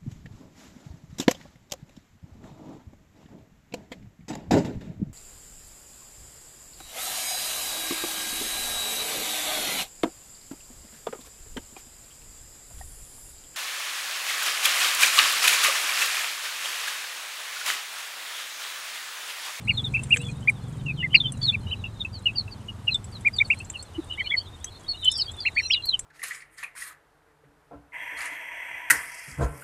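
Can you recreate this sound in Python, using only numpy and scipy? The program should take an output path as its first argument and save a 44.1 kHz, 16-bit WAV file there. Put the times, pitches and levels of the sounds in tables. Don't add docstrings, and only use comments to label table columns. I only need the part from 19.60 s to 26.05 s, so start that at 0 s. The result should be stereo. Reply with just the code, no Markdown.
import sys
import numpy as np
from scipy import signal
from scipy.fft import rfft, irfft, next_fast_len
from scipy.io import wavfile
from scipy.ndimage import uniform_filter1d

SR = 44100
rng = np.random.default_rng(int(sys.argv[2]) if len(sys.argv) > 2 else 0)


def unload_audio(sound):
    columns = np.transpose(np.atleast_2d(sound))
    steps = np.round(np.clip(columns, -1, 1) * 32767)
    wavfile.write(sys.argv[1], SR, steps.astype(np.int16))


N = 284445
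TIME = np.arange(N) / SR

# start in seconds, length in seconds, top pitch in Hz, depth of the arch
# as a share of the top, level in dB, loudest point as a share of the call, echo strength in dB.
PEEP_CALLS = [(0.072, 0.044, 2870, 0.32, -20, 0.64, -3.5), (0.337, 0.036, 2690, 0.18, -18.5, 0.59, -9),
              (0.504, 0.046, 2820, 0.2, -12.5, 0.65, -10), (0.873, 0.031, 2430, 0.19, -14.5, 0.47, -17.5),
              (1.426, 0.043, 2114, 0.12, -22.5, 0.36, -8), (1.543, 0.02, 2840, 0.3, -7, 0.54, -12.5),
              (1.919, 0.039, 2704, 0.19, -22.5, 0.92, -14), (2.108, 0.036, 3095, 0.21, -27, 0.64, -7),
              (3.647, 0.044, 2436, .2, -14, 0.59, -15), (3.799, 0.027, 2380, 0.14, -13, 0.62, -18),
              (3.9, 0.042, 2780, 0.27, -13.5, 0.17, -11), (4.572, 0.047, 2325, 0.21, -24.5, 0.8, -4.5),
              (4.707, 0.048, 2302, 0.22, -22, 0.5, -2), (5.85, 0.041, 2787, 0.39, -20.5, 0.43, -7),
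              (5.961, 0.048, 2500, 0.34, -20.5, 0.51, 0.5), (6.098, 0.056, 3385, 0.45, -18, 0.33, -11.5)]
# middle in seconds, length in seconds, pitch there in Hz,
# slide in octaves per second, level in dB, loudest point as a share of the call.
WHISTLE_CALLS = [(.139, 0.083, 4270, -2, -38.5, 0.55), (.193, .05, 3515, -4.5, -22.5, 0.4),
                 (.262, 0.045, 3570, -4, -21, 0.33), (.394, 0.05, 2660, -0.5, -26.5, .2),
                 (.61, 0.059, 2685, 5.5, -37.5, 0.55), (.655, 0.087, 3410, -1, -39, 0.59),
                 (.695, 0.028, 2447, 1, -31, 0.38), (1.288, 0.064, 2643, -4, -23, 0.53),
                 (1.405, 0.072, 2910, -4.5, -27, 0.7), (1.523, 0.042, 2960, 3, -28.5, 0.89),
                 (1.56, 0.017, 5080, -6, -32, 0.6), (1.566, 0.049, 4386, -6, -21, 0.39),
                 (1.613, 0.027, 3510, -6, -16, 0.37), (1.652, 0.048, 3156, -2.5, -22, 0.62),
                 (1.674, 0.061, 3500, -1.5, -33.5, 0.63), (1.825, 0.033, 3460, 2, -35.5, 0.54),
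                 (1.847, 0.07, 4350, -2.5, -20, 0.58), (1.889, 0.047, 3654, -6, -17, 0.49),
                 (2.082, 0.05, 2950, 2, -37.5, 0.44), (2.09, 0.064, 3840, 2.5, -48.5, .7),
                 (2.258, 0.042, 2712, -2, -27, .25), (2.408, 0.026, 3690, -4, -23, 0.92),
                 (2.455, 0.014, 2678, 4.5, -24, 0.25), (2.562, 0.074, 4340, -4.5, -37, 0.43),
                 (2.68, 0.049, 2697, -6, -14.5, 0.35), (2.71, 0.032, 2690, 3, -37.5, 0.3),
                 (2.757, 0.015, 2790, -3, -37.5, .5), (2.786, 0.065, 4455, -3, -23, 0.51),
                 (2.886, 0.016, 2640, -4, -35.5, 0.33), (2.928, 0.037, 4480, -6.5, -39, 0.42),
                 (3.094, 0.025, 2907, -2.5, -28.5, 0.54), (3.286, 0.033, 2755, -8.5, -20.5, .5),
                 (3.322, 0.035, 4100, -3.5, -22, 0.67), (3.352, 0.018, 3558, -3.5, -15, 0.39),
                 (3.553, 0.07, 4160, -6, -40.5, 0.57), (3.755, 0.053, 4650, -4, -30, 0.45),
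                 (3.79, 0.014, 3660, -7, -18.5, 0.43), (3.859, 0.033, 4390, -6.5, -37.5, 0.52),
                 (3.987, .08, 4220, 2, -49.5, 0.38), (4.01, 0.018, 2690, 7, -27.5, 0.33),
                 (4.153, 0.04, 2880, -8, -34, 0.62), (4.19, 0.058, 4300, 1, -36, 0.9),
                 (4.357, 0.037, 2936, 0, -36.5, .6), (4.525, 0.06, 2936, 0.5, -26.5, 0.42),
                 (4.604, 0.066, 3110, 3.5, -35, 0.51), (4.656, 0.048, 4275, -0.5, -29, 0.86),
                 (4.657, 0.047, 2370, -5, -40.5, 0.46), (4.676, 0.033, 2960, 2, -29, 0.43),
                 (4.711, 0.038, 3400, -1.5, -22, 0.44), (4.791, 0.055, 4445, 1, -21, 0.23),
                 (4.81, .04, 3150, 7, -40.5, 0.57), (5.079, 0.03, 3280, 2, -36, .5),
                 (5.155, 0.081, 4290, -1, -47.5, .5), (5.313, 0.071, 4365, -1, -20.5, 0.26),
                 (5.356, 0.043, 2894, 1.5, -37, 0.49), (5.425, .11, 3680, -3, -34, 0.68),
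                 (5.46, 0.068, 3044, -0.5, -16.5, 0.8), (5.525, .074, 3590, -0.5, -28, 0.44),
                 (5.575, 0.065, 4730, -3.5, -26, 0.38), (5.6, 0.045, 2984, -7, -32.5, .45),
                 (5.66, 0.084, 4610, -3, -44, .5), (5.69, 0.047, 3310, 1.5, -32.5, .5),
                 (5.783, 0.057, 3480, -1, -40, 0.65), (5.826, 0.053, 4506, -5.5, -27, 0.26),
                 (5.872, 0.058, 4150, -1.5, -33, 0.49), (5.986, 0.076, 4410, -1.5, -30.5, .5),
                 (6.05, 0.064, 2700, -1.5, -39.5, .5), (6.052, 0.052, 4110, 0, -29, 0.58),
                 (6.157, 0.048, 3660, -8.5, -14.5, 0), (6.18, 0.077, 2868, -1, -18.5, 0),
                 (6.24, .04, 4125, 1.5, -28, 0.6), (6.287, 0.08, 4220, -4, -21.5, 0.61),
                 (6.342, 0.034, 3043, -7.5, -21, 0.53)]
# start in seconds, length in seconds, top pitch in Hz, level in dB.
CRY_CALLS = [(5.496, .135, 5450, -16.5), (5.998, 0.15, 5780, -21)]
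# time in seconds, level of its calls in dB.
BROOD_LEVEL = [(0, -50), (1.1, -50), (1.8, -46), (2.7, -51), (3.2, -59), (4.2, -54.5), (4.75, -42),
               (5.1, -46), (5.55, -35), (6.15, -46), (6.45, -60)]
# delay in seconds, level in dB.
REFLECTIONS = [(.00093, -35.5), (.0023, -36), (.0046, -13), (.0085, -12), (0.0144, -41.5)]
# time in seconds, level in dB, brightest ring in Hz,
# level in dB of the dull knock against the tap.
BILL_TAPS = [(0.4342, -27.5, 8850, -21), (0.54, -31, 8700, 5), (.56, -31.5, 10700, 15),
             (0.5686, -28, 6560, 16), (.6144, -34.5, 8870, -18), (0.8968, -32, 9700, -23),
             (1.72, -28, 8600, -10), (3.3417, -31, 7740, -36), (3.442, -34.5, 7740, -6),
             (3.608, -43.5, 7750, -1), (3.679, -41.5, 7480, 1), (3.7637, -38.5, 7400, 1),
             (3.943, -44, 8410, 16), (3.9873, -38.5, 8600, -19), (4.0466, -40.5, 7150, -13),
             (4.099, -25.5, 7370, -5), (4.225, -33.5, 8530, -6), (5.0427, -23.5, 6240, -5.5),
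             (5.445, -27, 7500, -6), (5.515, -23, 6980, -26), (5.5743, -29.5, 9740, -24),
             (5.7138, -38, 7500, -16), (6.2546, -30, 12360, -8), (6.3913, -22, 7480, -6.5)]
# pitch in Hz, level in dB, time to fall 60 dB in seconds.
PLATE_MODES = [(5180, 4, 0.042), (6160, 7, 0.053), (7440, 16.5, 0.044), (8380, 6, 0.092), (7800, 6, 0.12),
               (9770, 17, 0.039), (10700, -13.5, 0.034), (13600, -1, 0.033)]
# time in seconds, pitch in Hz, time to fall 60 dB in seconds, level in dB.
FIRM_KNOCK_HUM = (.56, 480, 0.8, -40)
# middle in seconds, length in seconds, level in dB.
DABBLE_BOUTS = [(0.056, 0.62, -51.5), (0.53, 0.31, -46.5), (1.13, 0.19, -53), (1.858, 0.13, -47),
                (4.098, 0.97, -56.5), (5.65, 1, -53.5)]
# frequency in Hz, level in dB.
WATER_SPECTRUM = [(2000, 13.5), (4000, -2), (5500, -5), (7000, 4), (8600, 7), (10000, -0.5), (12000, -10.5),
                  (15500, -16)]
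# time in seconds, level in dB, exhaust boom in Hz.
ENGINE_IDLE = [(0, -30, 111.6), (.7, -29.5, 134), (.85, -34, 119.7), (1.3, -29.5, 142), (1.7, -32, 138),
               (2.05, -30, 94.4), (2.35, -35.5, 102.8), (3.9, -38.5, 108), (4.2, -48, 100.7),
               (5.25, -51.5, 90), (5.45, -59, 94), (6.45, -64, 94)]
# time in seconds, firings per second in Hz.
FIRING_RATE = [(0, 22.2), (1.5, 22.78), (2.2, 21.74), (2.7, 20.71), (4, 20.55), (6.45, 19.9)]
# middle in seconds, pitch in Hz, length in seconds, level in dB.
SOFT_BUMP = (4.392, 322, .031, -20.5)
# frequency in Hz, level in dB.
AIR_SPECTRUM = [(20, -39.5), (45, -23.5), (85, 3.5), (170, -16.5), (350, -15.5), (530, -19.5), (900, -18.5),
                (1300, -22.5), (2000, -30), (3900, -33.5), (5500, -37), (8400, -37.5), (12000, -44),
                (15500, -61)]
# time in seconds, level of its middle range in dB.
AIR_LOUDNESS = [(0, -53.5), (.6, -55), (1.4, -55), (2.7, -55), (3.6, -55.5), (4.3, -55.5), (6.45, -57)]

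CALL_EDGE, CALL_HOLD = 0.12, 0.078
PEEP_BEND = 1.7
CRY_RISE, CRY_CREST, CRY_FALL, CRY_SWELL_DB = 0.059, .54, 0.36, 19
BILL_HZ, BILL_WIDTH_HZ, BILL_DB = 8920, 570, -42.5
CRACK_LOW_HZ, CRACK_HIGH_HZ = 6000, 13500
NIBBLE_DB = -61.5
TOP_HZ = 15400


def peeps(fade_db):
    direct, away = np.zeros(N), np.zeros(N)
    for s, length, top_hz, depth, db, loudest, echo_db in PEEP_CALLS:
        u = progress(length)
        hz = top_hz * (1 - depth * np.abs(2 * u - 1) ** PEEP_BEND)
        gain = undb(db) * swell(u, loudest, fade_db)
        note = syrinx(hz, gain, jitter=0.0017, flutter_db=3.0, overtone_db=-48)
        add(direct, s, note)
        add(away, s, undb(echo_db) * note)
    return direct - away + yard(away, echo_db=6, scatter_db=-28, t60=0.14)


def whistles(rows, bow, fade_db, jitter, flutter_db):
    out = np.zeros(N)
    for s, length, hz, slide, db, loudest in rows:
        u = progress(length)
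        t = (u - .5) * length
        pitch = hz * 2 ** (slide * t - bow * t ** 2 / 2)
        gain = undb(db) * swell(u, loudest, fade_db)
        add(out, s - length / 2, syrinx(pitch, gain, jitter, flutter_db, overtone_db=-44.5))
    return out


def cries(plunge):
    out = np.zeros(N)
    for s, length, top_hz, db in CRY_CALLS:
        u = progress(length)
        before = (1 - u / CRY_CREST).clip(0)
        after = ((u - CRY_CREST) / (1 - CRY_CREST)).clip(0)
        hz = top_hz * (1 - CRY_RISE * before ** 2 - CRY_FALL * after ** plunge)
        level_db = db - CRY_SWELL_DB * np.cos(np.pi / 2 * after) ** 2
        gain = undb(level_db) * swell(u, 1, 0)
        add(out, s, syrinx(hz, gain, jitter=.009, flutter_db=3, overtone_db=-42))
    return out


def murmuring_brood(count):
    rows = []
    for k, (when, length, pitch, slide, loud, loudest) in enumerate(rng.random((count, 6))):
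        s = (k + when) / count * N / SR
        db = np.interp(s, *np.transpose(BROOD_LEVEL)) + 8 * (loud - .5)
        rows.append((s, .04 + .04 * length, 3000 + 1250 * pitch, 2 - 9 * slide, db, loudest))
    return whistles(rows, bow=202, fade_db=23, jitter=0.0079, flutter_db=4)


def syrinx(hz, gain, jitter, flutter_db, overtone_db):
    phase = 2 * np.pi * np.cumsum(hz * (1 + jitter * tremble(len(hz), 358))) / SR
    tone = np.sin(phase) + undb(overtone_db) * np.sin(2 * phase)
    for k in range(2, 4):
        resonance = undb(BILL_DB) / (1 + ((k * hz - BILL_HZ) / BILL_WIDTH_HZ) ** 2)
        tone = tone + resonance * np.sin(k * phase)
    return np.sqrt(2) * gain * undb(flutter_db * tremble(len(hz), 159.5)) * tone


def progress(length):
    return np.linspace(0, 1, max(int(length * SR), 64))


def swell(u, loudest, fade_db):
    edge = np.sin(np.pi / 2 * np.minimum(1, np.minimum(u, 1 - u) / CALL_EDGE)) ** 2
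    return edge * undb(-fade_db * (np.hypot(u - loudest, CALL_HOLD) - CALL_HOLD))


def tremble(size, rate):
    knots = rng.standard_normal(256)
    return np.interp(np.arange(size) * rate / SR, np.arange(256), knots)


def yard(x, echo_db, scatter_db, t60):
    t = TIME[:SR // 3]
    tails = band(rng.standard_normal((2, len(t))), 1800, 13000) * undb(-60 * t / t60) * (t > .004)
    mid, side = tails * undb(scatter_db) / np.sqrt(np.sum(tails[0] ** 2))
    mid[0] = 1
    for k, (delay, db) in enumerate(REFLECTIONS):
        mid[int(delay * SR)] += undb(db + echo_db)
        side[int(delay * SR)] += (-1) ** k * undb(db + echo_db)
    return np.array([signal.fftconvolve(x, mid + sign * 0.13 * side)[:N] for sign in (1, -1)])


def taps(rise_s, ring_t60, ring_db, crack_t60, crack_db, plate_db, gain_db):
    out, t = np.zeros(N), TIME[:SR // 8]
    contact = 1 - np.exp(-t / rise_s)
    for s, db, hz, knock_db in BILL_TAPS + light_pecks(count=22, level_db=-57.5, spread_db=14):
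        noise, weights = rng.standard_normal(len(t)), rng.standard_normal(len(PLATE_MODES))
        burst = noise * undb(-60 * t / crack_t60)
        crackle = band(burst, CRACK_LOW_HZ, CRACK_HIGH_HZ, order=3)
        plate = sum(w * undb(mode_db - 60 * t / t60) * np.sin(2 * np.pi * f * t)
                    for w, (f, mode_db, t60) in zip(weights, PLATE_MODES))
        ring = unit(band(noise, hz * .965, hz * 1.035)) * undb(-60 * t / ring_t60)
        tap = contact * (undb(crack_db) * crackle + undb(plate_db) * plate + undb(ring_db) * ring)
        knock = undb(knock_db) * contact * band(burst, 1600, 3300, order=3)
        add(out, s, undb(db + gain_db) * (tap / np.abs(tap).max() + knock))
    return band(out, 1000, 12500)


def light_pecks(count, level_db, spread_db):
    return [((k + when) / count * N / SR, level_db + spread_db * (loud - .5), 5800 + 3600 * pitch, -13)
            for k, (when, loud, pitch) in enumerate(rng.random((count, 3)))]


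def plate_hum():
    s, hz, t60, db = FIRM_KNOCK_HUM
    out, t = np.zeros(N), TIME[:SR // 3]
    add(out, s, undb(db - 60 * t / t60) * np.sin(2 * np.pi * hz * t))
    return out


def dabbling(spread, wash, gain_db):
    bouts = sum(undb(db) ** 2 * np.exp(-(2 * (TIME - s) / length) ** 2) for s, length, db in DABBLE_BOUTS)
    level_db = 10 * np.log10(undb(NIBBLE_DB) ** 2 + bouts)
    t, grains = TIME[:SR // 30], 0
    for hz in np.geomspace(3000, 13000, 10):
        pops = (rng.random(N) < 170 / SR) * undb(spread * np.minimum(rng.exponential(size=N), 4.5))
        strength = signal.fftconvolve(pops, undb(-60 * t / 0.032))[:N]
        grains = grains + band(strength * rng.standard_normal(N), hz * 0.826, hz * 1.08)
    fizz = unit(grains) + wash * rng.standard_normal(N)
    return unit(colour(fizz, WATER_SPECTRUM)) * undb(level_db + gain_db)


def engine(boom_s, scatter_db, rumble_db, gain_db):
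    level_db, boom_hz = curves(ENGINE_IDLE)
    rate, = curves(FIRING_RATE)
    firings = np.flatnonzero(np.diff(np.floor(np.cumsum(rate) / SR)))
    out, t = np.zeros(N), TIME[:SR // 10]
    for i, (late, size, tone) in zip(firings, rng.standard_normal((len(firings), 3))):
        phase = 2 * np.pi * boom_hz[i] * (1 + 0.047 * tone) * t
        boom = (t / boom_s) ** 2 * np.exp(-t / boom_s) * (np.sin(phase) + 0.15 * np.sin(2 * phase))
        add(out, i / SR + 0.00039 * late, undb(scatter_db * size) * boom)
    rumble = colour(rng.standard_normal(N), [(20, -18), (50, -3), (90, -3.5), (200, -2), (300, -16.5),
                                             (500, -23.5), (1200, -54), (5000, -72)])
    return (unit(out) + undb(rumble_db) * unit(rumble)) * undb(level_db + gain_db)


def bump():
    s, hz, length, db = SOFT_BUMP
    out, t = np.zeros(N), TIME[:int(length * SR)]
    add(out, s - length / 2, undb(db) * np.hanning(len(t)) * np.sin(2 * np.pi * hz * t))
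    return out * np.array([[.7], [1.15]])


def air(gain_db, side_db, waver_db, wind_db):
    level_db, = curves(AIR_LOUDNESS)
    mid, side = (colour(rng.standard_normal(N), AIR_SPECTRUM) for _ in range(2))
    mid = mid + sum(band(mid, hz * .86, hz * 1.16, order=1) * (undb(waver_db * walk(2)) - 1)
                    for hz in (450, 800))
    stereo = mid + undb(side_db) * side * np.array([[1], [-1]])
    hush = stereo / np.std(band(mid, 450, 1500))
    wind = unit(band(rng.standard_normal(N), 22, 100)) * undb(wind_db + 2 * walk(3))
    return hush * undb(level_db + gain_db + walk(6)) + wind * np.array([[.1], [1]])


def undb(db):
    return 10 ** (np.asarray(db) / 20)


def unit(x):
    return x / np.sqrt(np.mean(x ** 2) + 1e-20)


def curves(table):
    s, *columns = np.transpose(table)
    return [np.interp(TIME, s, c) for c in columns]


def add(track, s, sound):
    i = int(np.clip(s * SR, 0, N - 1))
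    track[i:i + len(sound)] += sound[:N - i]


def band(x, lo_hz, hi_hz, order=2):
    sos = signal.butter(order, [lo_hz, min(hi_hz, .48 * SR)], "band", fs=SR, output="sos")
    return signal.sosfilt(sos, x)


def colour(x, spectrum):
    hz, db = np.transpose(spectrum)
    size = next_fast_len(N)
    f = np.maximum(np.arange(size // 2 + 1) * SR / size, 1)
    return irfft(rfft(x, size) * undb(np.interp(np.log(f), np.log(hz), db)), size)[:N]


def walk(rate):
    k = max(int(SR / rate), 1)
    steps = np.repeat(rng.standard_normal(N // 8)[:N // k + 1], k)[:N]
    return unit(uniform_filter1d(steps, k))


def scene():
    calls = whistles(WHISTLE_CALLS, bow=25, fade_db=33, jitter=0.014, flutter_db=5.0) + cries(plunge=3.0)
    around = yard(calls, echo_db=2.5, scatter_db=-18.5, t60=0.07)
    far = yard(murmuring_brood(count=170), echo_db=1.5, scatter_db=-10, t60=0.057)
    ducklings = peeps(fade_db=24) + undb(-3) * around + undb(-11.0) * far
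    bills = taps(rise_s=0.0011, ring_t60=0.036, ring_db=13, crack_t60=0.022, crack_db=-2,
                 plate_db=-9.0, gain_db=2.5)
    water = dabbling(spread=7.4, wash=0.66, gain_db=-3)
    idle = engine(boom_s=0.0065, scatter_db=1.5, rumble_db=-5.0, gain_db=-4.5)
    outdoors = air(gain_db=0.5, side_db=-42, waver_db=0.05, wind_db=-46.5)
    return ducklings + bills + plate_hum() + water + idle + outdoors + bump()


def record(dry):
    return signal.sosfilt(signal.ellip(10, .2, 80, TOP_HZ, fs=SR, output="sos"), dry)


dry = scene()
out = record(dry)
unload_audio(out)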